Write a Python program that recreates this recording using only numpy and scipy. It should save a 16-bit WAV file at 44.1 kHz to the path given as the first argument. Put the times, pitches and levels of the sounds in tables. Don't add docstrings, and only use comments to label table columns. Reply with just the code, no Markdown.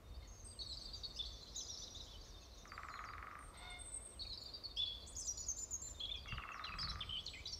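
import sys
import numpy as np
from scipy import signal
from scipy.fft import rfft, irfft, next_fast_len
from scipy.io import wavfile
from scipy.ndimage import uniform_filter1d, map_coordinates

SR = 44100
rng = np.random.default_rng(int(sys.argv[2]) if len(sys.argv) > 2 else 0)


def level_to_linear(level):
    exponent = np.asarray(level, float) / 20
    return 10 ** exponent


def master_out(mix):
    frames = np.transpose(np.atleast_2d(mix))
    ceiling = np.clip(frames, -1, 1)
    pcm = np.round(ceiling * 32767).astype(np.int16)
    wavfile.write(sys.argv[1], SR, pcm)


N = 334719


def unit(x):
    return x / np.sqrt(np.mean(x ** 2) + 1e-20)


def along(points, hz):
    f, v = np.transpose(points)
    return np.interp(np.log(hz + 1), np.log(f + 1), v)


def curves(rows):
    s, *cols = np.transpose(rows)
    return [np.interp(np.arange(N) / SR, s, c) for c in cols]


def wobble(rate_hz):
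    knots = rng.standard_normal(int(N * rate_hz / SR) + 4)
    return map_coordinates(knots, [np.arange(N) * rate_hz / SR])


def filtered(x, response):
    m = next_fast_len(N + SR // 2)
    return irfft(rfft(x, m) * response(np.fft.rfftfreq(m, 1 / SR)), m)[:N]


def resonances(modes):
    def response(f):
        total = 0
        for k, (hz, width_hz, db) in enumerate(modes):
            damping = 1j * f * width_hz
            total = total + (-1) ** k * level_to_linear(db) * damping / (hz * hz - f * f + damping)
        return total
    return response


def noise(spectrum):
    return unit(filtered(rng.standard_normal(N), lambda hz: level_to_linear(along(spectrum, hz))))


def add(track, s, sound):
    part = track[round(s * SR):][:len(sound)]
    part += sound[:len(part)]


def echoes(x, gap_s, piece_s=.25):
    # frequency in Hz, t60 in seconds.
    decay = [(500, 0.26), (1300, 1), (3500, 0.94), (8000, 0.6), (14000, 0.19)]
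    out, step = np.zeros(N), round(piece_s * SR)
    fade = np.hanning(2 * step)
    padded = np.pad(x, (step, step))
    for k in range(0, N, step):
        hz, t, z = signal.stft(rng.standard_normal(SR), SR, nperseg=256)
        tail = signal.istft(z * level_to_linear(-60 * t / along(decay, hz)[:, None]), SR, nperseg=256)[1]
        tail = tail * (1 + 2.3 * np.exp(-np.arange(len(tail)) / (0.0075 * SR)))
        piece = padded[k:k + 2 * step]
        heard = signal.fftconvolve(piece * fade[:len(piece)], tail / np.linalg.norm(tail))
        add(out, max(k - step, 0) / SR + gap_s, heard[max(step - k, 0):])
    return out


def woodpecker():
    # start in seconds, peak level in dB.
    blows = [(2.6533, -53), (2.7184, -46.5), (2.7774, -44), (2.8324, -45.5), (2.885, -45), (2.939, -45.5),
             (2.9903, -45.5), (3.0392, -46), (3.0873, -47), (3.1345, -47.5), (3.1803, -47), (3.2257, -46),
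             (3.269, -48), (3.311, -50.5), (3.3523, -49.5), (3.3894, -53), (3.426, -57)]
    # frequency in Hz, width in Hz, level in dB.
    branch = [(675, 120, -1), (1230, 250, 6.5), (2065, 150, -2.5)]
    # delay in seconds, level in dB.
    trunks = [(.008, -8), (.013, -8.5), (.019, -9.5), (.033, -14)]
    t = np.arange(round(.006 * SR)) / SR
    hz = 1080 + 1300 * np.exp(-t / .0006) + 950 / (1 + np.exp((t - .0024) / .0002))
    attack = np.minimum(t / 0.0024, 1) ** .7
    decay = level_to_linear(-60 * np.maximum(t - .0027, 0) / 0.002)
    chirp = np.sin(2 * np.pi * np.cumsum(hz) / SR) * attack * decay
    knock, push = np.zeros(N), np.zeros(N)
    for s, db in blows:
        add(knock, s, level_to_linear(db + 4.2) * chirp)
        push[round((s + .002) * SR)] = level_to_linear(db + 26)
    hollow = resonances(branch)
    ring = filtered(push, lambda f: hollow(f) ** 2)
    near = sum(level_to_linear(db) * np.roll(ring, round(s * SR)) for s, db in trunks)
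    ring_echo = level_to_linear(4.3) * echoes(ring, gap_s=.01, piece_s=0.586)
    knock_echo = level_to_linear(-6.5) * echoes(knock, gap_s=0.00349)
    return knock + level_to_linear(.5) * ring + level_to_linear(2) * near + ring_echo + knock_echo


def whistle(hz, db, quiver_hz=32, flutter_db=2.0):
    t = np.arange(len(hz)) / SR

    def shaky(knots, rate_hz):
        return map_coordinates(rng.standard_normal(knots), [t * rate_hz], mode="mirror")

    phase = 2 * np.pi * np.cumsum(hz + quiver_hz * shaky(64, 170)) / SR
    edge_s = min(0.00059 + 0.077 * t[-1], .006)
    edge = np.sin(np.pi / 2 * np.clip(np.minimum(t, t[-1] - t) / edge_s, 0, 1)) ** 2
    level = level_to_linear(db + flutter_db * shaky(64, 130)) * np.sqrt(2)
    husk = 1 + level_to_linear(-17) * shaky(512, 1700)
    octave = level_to_linear(-52 + 0.0035 * hz) * np.sin(2 * phase)
    return level * edge * husk * (np.sin(phase) + octave)


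def song(singers, hooks=(), stairs=(), arches=(), quiver_hz=32, flutter_db=2.2):
    bends = {"level": (0.55, -0.52), "hump": (-7, -6), "dip": (8.83, 3.2), "rise": (-7.5, 3.7),
             "scoop": (-5, 15), "fall": (6.5, -7.5), "flick": (-18.5, 19.7), "drop": (17.6, -9.5),
             "leap": (-27, 3.8), "sag": (2.8, -1.8), "dive": (40, -10), "lift": (-16, 3), "tip": (9, -17),
             "plunge": (28, -28), "bow": (-14, -18), "droop": (1, -7), "cup": (11, 15)}
    hook_shape = [(0, 1.5), (.1, 1.2), (.25, 1.01), (.4, .98), (.7, 1.03), (.82, .98), (1, .72)]
    stair_shape = [(0, 1.28), (.15, 1.08), (.3, 1.0), (.42, .97), (.55, .75), (.65, .67), (1, .65)]
    arch_shape = [(0, .88), (.12, 1), (.4, .96), (1, .82)]
    track = np.zeros(N)
    for singer in singers:
        for bend, notes in singer.items():
            start, end = np.array(bends[bend]) * .01
            for s, length_s, hz, db in notes:
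                u = np.linspace(-1, 1, round(length_s * SR))
                path = 1 + (end - start) / 2 * u + (start + end) / 2 * u * u
                add(track, s, whistle(hz * path, db, quiver_hz, flutter_db))
    for shape, calls in ((hook_shape, hooks), (stair_shape, stairs), (arch_shape, arches)):
        for s, length_s, shelf_hz, db in calls:
            path = np.interp(np.linspace(0, 1, round(length_s * SR)), *np.transpose(shape))
            add(track, s, whistle(shelf_hz * uniform_filter1d(path, size=200, mode="nearest"), db))
    return track


def slapped(x):
    # delay in seconds, level in dB.
    slap = [(.0105, -10)]
    return x + sum(level_to_linear(db) * np.roll(x, round(s * SR)) for s, db in slap)


def returning_singers():
    quick = { "level": [(.443, 0.081, 8400, -57), (.628, 0.019, 4630, -56), (.662, 0.014, 4360, -50),
             (.771, 0.01, 4650, -46), (.812, .016, 4310, -47), (.854, 0.012, 4630, -49),
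             (.886, 0.014, 4260, -50), (.933, .025, 4660, -50), (1.73, .018, 4890, -59.5),
             (1.786, 0.023, 5900, -55.5), (1.268, .03, 4500, -58), (1.626, .03, 5000, -56),
             (2.022, .02, 5000, -63)], "lift": [(1.25, .016, 4380, -49)], "sag": [(.84, 0.063, 3630, -66.5),
             (.925, 0.046, 3800, -60.5), (1.085, 0.035, 3700, -61.5)], "hump": [(.589, .035, 4467, -45.5)],
             "dip": [(.612, 0.015, 3810, -47), (1.033, .025, 4390, -45), (1.56, 0.027, 6560, -47),
             (1.578, 0.028, 6060, -44), (1.158, .03, 5450, -63)], "rise": [(.724, 0.022, 5060, -53.5),
             (1.16, .025, 5150, -50.5), (1.162, .035, 8050, -73)], "fall": [(.69, .045, 4110, -47.5),
             (1.8, 0.027, 4710, -57), (1.605, .022, 5420, -51)], "drop": [(2.255, .04, 1750, -78),
             (1.82, 0.029, 5400, -56), (2.008, .015, 5450, -57)]}
    upstrokes = {"flick": [(1.548, 0.01, 5630, -53), (1.665, 0.012, 4510, -51.5),
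                 (1.773, 0.007, 4720, -48)]}
    return song([quick, upstrokes])


def clear_singer():
    dry_notes = {"level": [(2.34, .055, 3630, -64)], "fall": [(2.285, .032, 5650, -70)],
                 "dive": [(.508, .075, 3250, -76)]}
    # start in seconds, length in seconds, shelf pitch in Hz, level in dB.
    hooks = [(2.673, .102, 4650, -64.5), (3.043, .102, 4650, -66)]
    stairs = [(2.271, 0.13, 5500, -77)]
    return song([dry_notes], hooks, stairs)


def near_singers():
    high = { "leap": [(5.062, 0.049, 8700, -65), (5.072, 0.036, 7640, -62.5)],
            "drop": [(7.52, 0.0073, 6540, -59)], "flick": [(5.582, .012, 4700, -61),
            (6.81, 0.009, 5500, -58)], "lift": [(5.181, .032, 8750, -64), (6.884, .017, 9250, -72)],
            "tip": [(5.104, .025, 8300, -62)], "plunge": [(7.258, .009, 6200, -59)],
            "rise": [(5.191, 0.024, 7480, -54), (5.245, .022, 7380, -53)],
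            "fall": [(5.266, .014, 6780, -50)], "dip": [(5.274, .048, 5760, -45), (5.482, 0.037, 6270, -45),
            (5.729, 0.032, 6470, -45.5)], "level": [(5.127, .012, 6750, -60), (5.37, 0.052, 6900, -50.5),
            (5.463, 0.021, 6850, -51), (5.566, 0.08, 7070, -50.5), (5.707, .026, 7070, -51),
            (5.814, 0.079, 7260, -53), (5.897, 0.025, 7220, -56), (6.894, 0.017, 5420, -51),
            (7.526, 0.026, 5500, -50.5)]}
    low = { "fall": [(1.224, 0.021, 3590, -50.5)], "level": [(1.035, 0.017, 3820, -51),
           (1.189, 0.028, 3537, -45.5), (4.84, .1, 3386, -50), (6.165, 0.032, 3267, -59.5),
           (4.797, .045, 3450, -42.5), (4.795, .055, 3720, -62), (4.762, .035, 2750, -69)],
           "scoop": [(1.161, 0.032, 2900, -68), (6.093, 0.026, 2430, -64.5)],
           "rise": [(1.555, 0.048, 3940, -53.5), (2.066, .034, 3370, -65), (4.769, .031, 3340, -46)],
           "drop": [(1.6, 0.016, 3540, -57), (6.054, 0.0155, 3600, -50.5)],
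           "dip": [(2.132, 0.033, 3020, -66.5), (6.143, 0.041, 2430, -62.5), (6.268, 0.049, 2110, -65)],
           "hump": [(5.996, 0.021, 4190, -55.5), (6.001, 0.0573, 3396, -45.5), (6.415, .04, 2160, -66),
           (6.08, 0.023, 3470, -50.5), (6.11, .02, 3630, -44.5), (6.14, .02, 3470, -47)]}
    jumble = { "hump": [(6.639, 0.021, 4120, -48.5), (6.72, 0.024, 2566, -51), (6.881, 0.03, 4080, -50),
              (7.006, 0.0093, 3540, -45), (7.455, 0.014, 4020, -46)], "drop": [(6.642, 0.012, 3450, -52.5),
              (7.021, 0.018, 2550, -56.5), (7.329, .009, 3050, -60)], "dip": [(6.787, .016, 4750, -45),
              (6.834, 0.023, 4410, -45), (7.264, 0.0058, 4300, -46.5)], "level": [(6.783, 0.022, 3290, -60),
              (6.802, 0.031, 5080, -49), (6.822, 0.011, 4090, -52), (7.012, 0.014, 3150, -47.5),
              (7.275, 0.013, 3980, -50.5), (7.09, 0.072, 3090, -49), (7.337, 0.014, 2386, -53),
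              (6.91, .02, 3400, -64), (7.485, .025, 4700, -55)], "flick": [(6.883, .011, 4500, -55),
              (6.638, .009, 5000, -67)], "fall": [(7.279, 0.0098, 3580, -51), (6.667, .024, 2780, -54.5),
              (7.524, .017, 4350, -52.5)], "scoop": [(7.35, 0.06, 2160, -58), (7.155, .052, 3100, -47.5)],
              "rise": [(7.454, 0.025, 3440, -57.5)], "lift": [(7.471, .014, 4800, -48)]}
    burble = { "level": [(6.268, .035, 2800, -64), (6.305, .027, 2760, -56), (6.335, .017, 2830, -58),
              (6.362, .022, 2850, -59), (6.388, .045, 2720, -62), (6.46, .035, 2664, -63),
              (6.497, .042, 2700, -64), (7.5, .06, 6000, -64)], "sag": [(6.27, .07, 3200, -68)]}
    rough = song([jumble], quiver_hz=75, flutter_db=2.2) + song([burble], quiver_hz=65, flutter_db=5)
    return slapped(song([high]) + rough) + song([low], quiver_hz=45)


def far_singers():
    thin_notes = { "level": [(.31, 0.11, 6470, -66.5), (.445, 0.041, 8000, -75), (2.73, .11, 7500, -80),
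                  (3.569, 0.05, 8360, -65), (3.7, 0.023, 8480, -60), (3.786, .038, 8480, -56),
                  (3.917, 0.072, 8440, -53), (4.024, 0.041, 8480, -55.5), (4.23, 0.13, 6700, -81),
                  (7.291, 0.09, 7715, -71), (7.37, 0.034, 7380, -69.5)],
                  "sag": [(3.385, 0.128, 8560, -69.5), (3.586, 0.06, 8070, -75), (3.839, .14, 8020, -61),
                  (3.845, 0.064, 8480, -58.5), (2.88, .2, 6750, -76.5)], "dip": [(.274, 0.031, 6370, -63.5),
                  (7.448, .067, 5730, -64)], "fall": [(1.68, 0.074, 5620, -55), (2.83, .06, 7700, -78)]}
    faint = { "level": [(.03, 0.24, 3670, -78), (.475, 0.058, 4750, -67.5), (2.165, .06, 4630, -70)],
             "scoop": [(.14, 0.036, 4600, -70), (0.41, 0.026, 4300, -83), (7.05, 0.05, 4400, -74)],
             "rise": [(.225, .03, 4300, -69.5)], "bow": [(.218, .042, 2177, -73)],
             "hump": [(3.52, .02, 1000, -69), (3.59, .02, 1000, -69), (2.68, 0.027, 2100, -75)],
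             "drop": [(4.248, 0.00995, 2510, -67)]}
    scraps = { "level": [(.34, .022, 5250, -76), (1.407, .037, 4060, -61), (5.01, .045, 4100, -67),
              (4.95, .12, 4520, -68), (.37, .09, 6250, -70), (2.1, .035, 3480, -66),
              (2.413, .022, 2650, -73), (4.105, .014, 5650, -74), (4.4, .055, 6950, -73),
              (4.385, .11, 7300, -79), (6.755, .05, 7800, -77), (6.785, .02, 6500, -70),
              (6.9, .025, 10700, -80), (6.985, .04, 8600, -77), (7.045, .17, 8000, -80),
              (7.462, .015, 6800, -69), (1.905, .028, 5720, -62)], "scoop": [(.45, .028, 5150, -74)],
              "rise": [(.08, .03, 4400, -78), (.195, .03, 4400, -78), (.06, .035, 5850, -80)],
              "droop": [(.226, .028, 3150, -78), (.67, .056, 7850, -68)], "fall": [(.815, .042, 7950, -70),
              (1.945, .045, 6250, -69), (2.425, .03, 3300, -75), (6.785, .02, 8250, -70)],
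              "cup": [(2.562, .082, 3600, -72), (6.91, .04, 5900, -69)], "sag": [(7.16, .05, 4500, -67)],
              "lift": [(7.2, .025, 5250, -68)], "drop": [(7.235, .025, 5800, -72)],
              "hump": [(7.56, .028, 8700, -77)]}
    # start in seconds, length in seconds, shelf pitch in Hz, level in dB.
    hooks = [(.322, .092, 4560, -79), (2.884, .102, 4130, -67), (5.808, .092, 4130, -67),
             (6.155, .097, 4660, -65)]
    stairs = [(6.515, .127, 5480, -70)]
    return song([thin_notes, faint, scraps], hooks, stairs)


def refrains():
    turn = {"scoop": (0, .033, 3710), "fall": (0.052, .016, 3900)}
    seep = {"lift": (0, .014, 7600), "sag": (.014, .05, 7700)}
    # start, gap and length in seconds, top pitch in Hz, level in dB.
    runs = [(.607, .177, .058, 6450, -70), (2.24, .164, .07, 6680, -73)]
    run_counts = 5, 3

    def repeated(call, count, start_s, gap_s, db):
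        return {bend: [(start_s + k * gap_s + s, length_s, hz, db) for k in range(count)]
                for bend, (s, length_s, hz) in call.items()}

    trills = repeated(turn, 3, start_s=1.688, gap_s=.129, db=-54)
    seeps = repeated(seep, 5, start_s=.538, gap_s=.176, db=-80)
    arches = []
    for (s, gap_s, length_s, hz, db), count in zip(runs, run_counts):
        arches += [(s + k * gap_s, length_s, hz, db) for k in range(count)]
    return song([trills, seeps], arches=arches)


def goose():
    # time in seconds, pitch in Hz, effort in dB, hoarseness 0-1.
    honk = [(3.52, 658, -99, 0.85), (3.545, 680.3, -59, 0.65), (3.6, 693, -66.5, 0.7),
            (3.62, 723.7, -54, 0.42), (3.76, 716, -64.5, 0.25), (3.8, 747, -99, 0.4)]
    # frequency in Hz, width in Hz, level in dB.
    throat = [(690, 154, -5), (1020, 210, -1), (1390, 190, -6), (2120, 190, -2.5), (3600, 154, -1),
              (4300, 520, -10.5)]
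    hz, effort_db, hoarse = curves(honk)
    phase = 2 * np.pi * np.cumsum(hz * (1 + 0.0152 * wobble(120))) / SR
    pulses = unit(sum(np.cos(k * phase) for k in range(1, 9)))
    breathy = unit(rng.standard_normal(N) * (1 + np.cos(phase)))
    hoarse = np.clip(hoarse, 0, 1)
    source = (1 - hoarse) * pulses + hoarse * 2.16 * breathy
    voice = (effort_db > -90) * level_to_linear(effort_db) * unit(filtered(source, resonances(throat)))
    return level_to_linear(-3) * voice + level_to_linear(3) * echoes(voice, gap_s=.008)


def chorus(count=700):
    # time in seconds, level in dB.
    swell = [(0.0, -82), (.5, -73), (0.9, -61), (1.9, -61.5), (2.55, -65), (3.2, -76.5), (4.3, -76),
             (6.9, -72.5), (7.59, -66)]
    draw = rng.random((count, 4))
    start_s = draw[:, 0] * N / SR
    length_s = .012 + .02 * draw[:, 2]
    hz = 3600 + 2900 * draw[:, 1] ** 1.5
    notes = np.c_[start_s, length_s, hz, -8 * draw[:, 3]]
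    far = song([dict(zip(("flick", "fall", "scoop", "drop"), np.array_split(notes, 4)))])
    return level_to_linear(curves(swell)[0] - 2.5) * unit(level_to_linear(-16.0) * far + echoes(far, gap_s=0.0059))


def traffic():
    # time in seconds, rumble level in dB.
    drift = [(0.0, -60), (0.04, -52.5), (2.81, -59.5), (6.26, -55.5), (6.34, -48), (6.51, -63.5),
             (6.83, -54), (7.59, -59.5)]
    # frequency in Hz, level in dB per Hz.
    spectrum = [(12, -44), (20, -17.5), (36, 2), (54, 2.5), (103, -8), (200, -33.5), (260, -49),
                (440, -120)]
    return level_to_linear(curves(drift)[0]) * unit(level_to_linear(1.53 * wobble(7)) * noise(spectrum))


def wood_hush():
    # time in seconds, level in dB.
    hush_rise = [(0, -1.5), (.45, -1.5), (.6, 0), (7.59, 0)]
    # frequency in Hz, level in dB per Hz.
    spectrum = [(100, -4), (170, -0.5), (660, -3.5), (800, -9), (1110, -6.5), (1580, -15.5), (2630, -17.5),
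                (5000, -23), (7700, -25), (10400, -28.5), (12000, -27.5), (15500, -30.5)]
    return level_to_linear(-64.5 + .7 * wobble(5) + curves(hush_rise)[0]) * noise(spectrum)


def wind_puffs():
    # time in seconds, level in dB.
    gusts = [
        [(6.28, -107), (6.33, -46), (6.45, -75)],
        [(6.64, -70.5), (6.802, -52.5), (7.3, -72)],
    ]
    puff_db = curves([row for gust in gusts for row in gust])[0]
    spectrum = [(15, -42), (35, 3.0), (90, -2), (200, -12.0), (280, -49), (500, -68), (900, -120)]
    return level_to_linear(puff_db + 6.0) * noise(spectrum)


def twig_ticks():
    # start in seconds, peak level in dB.
    snaps = [(1.1694, -68), (4.4365, -60), (4.7676, -67), (6.7994, -68), (6.8922, -68), (7.4699, -67)]
    ticks, t = np.zeros(N), np.arange(300) / SR
    for s, db in snaps:
        burst = np.diff(rng.standard_normal(len(t) + 1))
        add(ticks, s, level_to_linear(db - 1.5 - 60 * t / 0.015) * burst)
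    return ticks


def scene():
    quick, clear = returning_singers(), clear_singer()
    passage_echo = level_to_linear(-3.5) * echoes(quick + level_to_linear(-7) * clear, gap_s=.006)
    passage = woodpecker() + level_to_linear(-1.8) * slapped(quick) + clear + passage_echo
    again_s = 158919 / 44100
    both = passage + np.pad(passage, (round(again_s * SR), 0))[:N]
    far = far_singers() + refrains()
    near = near_singers()
    song_echo = echoes(level_to_linear(-2.5) * far + level_to_linear(-5.8) * near, gap_s=.006)
    birds = both + level_to_linear(1.0) * far + level_to_linear(2.3) * near + song_echo + goose() + chorus()
    return (birds + traffic() + wood_hush() + wind_puffs() + twig_ticks())[None]


def roll_off(x):
    return signal.sosfilt(signal.butter(12, 15660, fs=SR, output="sos"), x)


def record(dry):
    thin = filtered(dry[0], lambda hz: (hz < 15660) / (1 + (30 / (hz + 1)) ** 4))[None]
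    return roll_off(thin)


dry = scene()
out = record(dry)
master_out(out)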